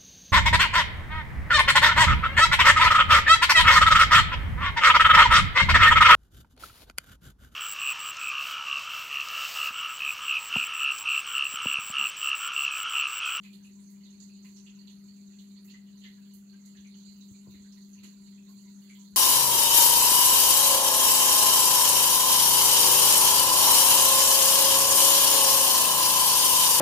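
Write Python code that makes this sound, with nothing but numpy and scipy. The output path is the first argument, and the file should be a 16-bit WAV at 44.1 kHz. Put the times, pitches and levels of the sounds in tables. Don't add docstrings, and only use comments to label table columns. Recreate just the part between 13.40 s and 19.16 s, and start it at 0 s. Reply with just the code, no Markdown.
import sys
import numpy as np
from scipy import signal
from scipy.fft import rfft, irfft
from scipy.io import wavfile

SR = 44100
rng = np.random.default_rng(int(sys.argv[2]) if len(sys.argv) > 2 else 0)


def digitize_waveform(pressure):
    field = np.atleast_2d(pressure).T
    bounded = np.clip(field, -1, 1)
    quanta = np.round(bounded * 32767).astype(np.int16)
    wavfile.write(sys.argv[1], SR, quanta)


N = 254016
TIME = np.arange(N) / SR
UNIT_DENSITY = np.sqrt(SR / 2)


def from_db(db):
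    return 10 ** (np.asarray(db) / 20)


def decay(t, t60_s):
    return np.exp(-np.log(1000) * t / t60_s)


def at_hz(points, hz):
    known_hz, values = np.transpose(points)
    return np.interp(np.log(hz + 1), np.log(known_hz), values)


def coloured(x, spectrum):
    hz = np.arange(N + 1) * SR / (2 * N)
    return irfft(rfft(x, 2 * N) * from_db(at_hz(spectrum, hz)))[..., :N]


def band(x, low_hz, high_hz):
    edges_hz = np.clip([low_hz, high_hz], 10, .47 * SR)
    return signal.sosfilt(signal.butter(2, edges_hz, "band", fs=SR, output="sos"), x)


def resonate(x, hz, q):
    half = 1 / (2 * q)
    middle = np.hypot(1, half)
    return band(x, hz * (middle - half), hz * (middle + half))


def add(out, start_s, sound):
    length = out.shape[-1]
    start = min(max(round(start_s * SR), 0), length - 1)
    out[..., start:start + sound.shape[-1]] += sound[..., :length - start]


def panned(x, left_db):
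    return x * from_db(np.array([[left_db], [-left_db]]) / 2)


def pump():
    # pitch_hz, level_db
    hum = [(200.17, -49.9), (389.7, -77.5), (153.3, -85.5), (385, -86.5)]
    tones = sum(from_db(db) * np.sqrt(2) * np.sin(2 * np.pi * (hz * TIME + rng.random()))
                for hz, db in hum)
    return panned(tones, left_db=2.5)


def pops(gain_db=-1.06, snap_db=-15, snap_q=0.91, follower_s=0.014, follower_db=-6):
    # start_s, level_db, pitch_hz, sharpness_q
    bubbles = [(0.029, -91.5, 2750, 1.7), (0.031, -100, 9800, 1.3), (0.033, -91.5, 2030, 17),
               (0.039, -93, 1046, 15), (0.046, -79.5, 2440, 9.8), (0.127, -97.5, 10500, 1.9),
               (0.129, -94, 3600, 2.1), (0.242, -97, 9100, 2.3), (0.243, -86.5, 2610, 7.4),
               (0.398, -92, 9100, 4.5), (0.497, -99, 11400, 0.87), (0.649, -89.5, 3760, 5.6),
               (0.798, -91.5, 5870, 2), (0.822, -95.5, 6360, 1.7), (0.892, -92.5, 2530, 7.3),
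               (0.948, -100, 6700, 7.3), (1.036, -87.5, 1044, 15), (1.045, -99.5, 9900, 0.37),
               (1.044, -91, 2240, 2.3), (1.162, -81.5, 5760, 7.6), (1.26, -84.5, 2700, 7.6),
               (1.266, -87.5, 3310, 6.5), (1.386, -91, 4460, 12), (1.472, -89.5, 3600, 2.9),
               (1.681, -93, 4460, 9.4), (1.898, -99, 7100, 8.4), (1.984, -91, 3590, 3.1),
               (2.16, -94, 4070, 4.2), (2.243, -93, 14500, 2.9), (2.278, -90.5, 2650, 8.4),
               (2.295, -94, 3720, 1.2), (2.336, -79.5, 1960, 9.2), (2.613, -89.5, 3080, 8.3),
               (2.635, -85.5, 3280, 3.3), (2.641, -78.5, 1940, 5.2), (2.774, -91, 1600, 5.5),
               (2.934, -90.5, 12200, 1.9), (3.095, -94, 4340, 6.9), (3.126, -83.5, 1595, 20),
               (3.251, -97.5, 8400, 1), (3.347, -87.5, 1760, 6.6), (3.367, -93, 3400, 3),
               (3.442, -85, 2280, 6.9), (3.538, -92, 3200, 6.5), (3.538, -91, 914, 9.8),
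               (3.659, -89.5, 4030, 11), (3.808, -87, 3900, 11.7), (4.059, -92, 990, 2.7),
               (4.138, -90, 2030, 3.8), (4.242, -88.5, 1580, 7.5), (4.319, -89, 5600, 5.3),
               (4.528, -89.5, 6160, 5.7), (4.573, -90, 2540, 5), (4.631, -90, 2160, 0.68),
               (4.632, -94.5, 8900, 1.1), (4.973, -91.5, 2520, 9.7), (5.077, -83.5, 1070, 13),
               (5.087, -98, 12800, 2.9), (5.493, -80.5, 2180, 6.6), (5.549, -89.5, 3280, 4.8)]
    out = np.zeros((2, N))
    for start_s, level_db, pitch_hz, q in bubbles:
        echo = reflections()
        add(echo, follower_s * rng.uniform(.5, 1.5), from_db(follower_db) * reflections())
        ring = resonate(echo, pitch_hz, max(q, .5))
        snap = from_db(snap_db) * resonate(echo, pitch_hz, snap_q)
        add(out, start_s, from_db(level_db + gain_db) * UNIT_DENSITY * (ring + snap))
    return out


def fizz():
    # low_hz, high_hz, pops_per_s, sharpness_q, level_db, db_per_vigour_db
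    sizes = [(875, 1210, 50, 10, -110, 0.5), (1200, 3586, 200, 8, -108.5, 0.7),
             (3640, 4860, 160, 7, -102.5, 1.46), (5410, 8200, 130, 5, -104.5, 0.57),
             (8900, 16000, 170, 6, -110.5, 1.7)]
    stream_db = vigour_db()
    surface = np.zeros(N)
    for low_hz, high_hz, pops_per_s, q, level_db, follows in sizes:
        gain = from_db(level_db + follows * stream_db + sputter_db())
        surface += gain * swarm(low_hz, high_hz, pops_per_s, q)
    room = reflections()
    room /= np.sqrt(np.sum(room ** 2, axis=1, keepdims=True))
    return signal.fftconvolve(surface[None], room, axes=1)[:, :N]


def swarm(low_hz, high_hz, pops_per_s, q, spread_db=5.0):
    pitches = max(round(q * np.log(high_hz / low_hz)), 1)
    edges_hz = np.geomspace(low_hz, high_hz, pitches + 1)
    out = np.zeros(N)
    for low, high in zip(edges_hz, edges_hz[1:]):
        bursts = rng.random(N) < pops_per_s / pitches / SR
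        clicks = bursts * from_db(spread_db * np.clip(rng.standard_normal(N), -2, 2))
        out += band(clicks / (np.std(clicks) + 1e-12) + 1e-18, low, high)
    return UNIT_DENSITY * out


def vigour_db():
    # time_s, level_db
    stream = [(0.1, -71), (2.54, -69.5), (3.21, -70.5), (3.47, -68.5), (4.08, -68.5), (4.62, -68.5),
              (4.89, -68), (5.6, -67)]
    # middle_s, half_length_s, depth_db
    lulls = [(2.42, 0.071, 4), (3.04, 0.093, 4.5), (4.998, 0.061, 7)]
    slow_db = np.interp(TIME, *np.transpose(stream))
    sag_db = sum(depth_db * np.exp(-((TIME - middle_s) / half_s) ** 2)
                 for middle_s, half_s, depth_db in lulls)
    return slow_db - slow_db.mean() - sag_db


def sputter_db(spread_db=1.5, steps_per_s=14):
    steps = np.clip(rng.standard_normal(1000), -2, 2)
    return spread_db * np.interp(TIME * steps_per_s, np.arange(len(steps)), steps)


def reflections(room_t60_s=0.28, glass_t60_s=0.053, glass_db=-11, build_up_s=0.0036, dense_after_s=.03):
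    t = TIME[:SR // 2]
    density = np.minimum(.08 + (t / dense_after_s) ** 2, 1)
    echoes = rng.standard_normal((2, len(t))) / np.sqrt(density)
    echoes *= rng.random((2, len(t))) < density
    onset = 1 - np.exp(-t / build_up_s)
    tail = decay(t, room_t60_s) + from_db(glass_db) * decay(t, glass_t60_s)
    return echoes * onset * tail


def tank(surface):
    # pitch_hz, width_hz, gain_db
    modes = [(976, 82, 6.5), (1723, 32, 3), (1923, 10, 7.5), (2030, 6.7, 2), (2055, 17, 8.5),
             (2877, 57, 7.5), (4290, 76, -2.5), (4606, 24, 2.5), (6210, 45, 4), (7150, 42, 9.5),
             (14800, 470, 7.5)]
    # frequency_hz, gain_db
    left_path = [(900, -5), (2000, -5), (2700, 1.5), (3500, -7), (4400, -7), (5000, -8), (5800, -16),
                 (6450, -2), (7000, -5.5), (7600, -38), (9000, -25), (15000, -23)]
    right_path = [(900, -6.5), (2000, -2), (3400, 3), (3900, 4.5), (4350, 14.5), (4850, 2), (5600, -5),
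                  (6000, -5.5), (6350, 10), (7200, 8.5), (7700, 6), (8200, -6.5), (11000, 0), (15700, -5)]
    rings = np.zeros_like(surface)
    for pitch_hz, width_hz, gain_db in modes:
        peak = signal.iirpeak(pitch_hz, pitch_hz / width_hz, fs=SR)
        rings += (from_db(gain_db) - 1) * signal.lfilter(*peak, surface)
    left, right = surface + rings
    return np.array([coloured(left, left_path), coloured(right, right_path)])


def bumps(knock_hz=269, q=2.17):
    # start_s, thud_peak_db, thud_hz, shudder_t60_s, knock_peak_db
    knocks = [(3.382, -60, 75.4, 0.11, -69), (3.907, -45.5, 96, 0.048, -54),
              (4.072, -46.5, 105, 0.11, -49.5), (4.141, -55, 92, 0.16, -50.5), (4.192, -56, 80, 0.12, -54),
              (4.576, -59.5, 88, 0.14, -67), (4.638, -65, 100, 0.27, -53.5), (5.723, -57, 67.5, 0.21, -61)]
    out = np.zeros((2, N))
    t = TIME[:SR // 2]
    for start_s, thud_db, thud_hz, t60_s, knock_db in knocks:
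        shudder = rng.standard_normal(len(t)) + rng.standard_normal((2, len(t)))
        shudder *= decay(t, t60_s)
        for peak_db, hz in (thud_db, thud_hz), (knock_db, knock_hz):
            note = resonate(shudder, hz, q)
            add(out, start_s, from_db(peak_db) * note / np.abs(note).max())
    return out


def rumble():
    # frequency_hz, level_db
    spectrum = [(34, -112), (48, -94.5), (100, -92.5), (152, -90.5), (176, -83), (195, -76.5), (222, -89),
                (295, -93), (325, -100.5), (368, -91.5), (425, -105), (750, -110), (4500, -118.5),
                (15000, -117)]
    # frequency_hz, likeness_0_to_1
    likeness = [(40, 1), (70, 0.1), (130, 0.73), (290, 0.64), (640, 0.1), (1400, 0.04), (3000, 0)]
    mid, side = rfft(rng.standard_normal((2, N)))
    alike = at_hz(likeness, np.arange(len(mid)) * SR / N)
    common = np.sqrt((1 + alike) / 2) * mid
    opposed = np.sqrt((1 - alike) / 2) * side * [[1], [-1]]
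    noise = UNIT_DENSITY * irfft(common + opposed, N)
    return panned(coloured(noise, spectrum), left_db=1.0)


def scene():
    return pump() + rumble() + tank(pops() + fizz()) + bumps()


def record(dry):
    cutoff_hz = 15750
    return signal.sosfilt(signal.ellip(12, .1, 80, cutoff_hz, fs=SR, output="sos"), dry)


dry = scene()
out = record(dry)
digitize_waveform(out)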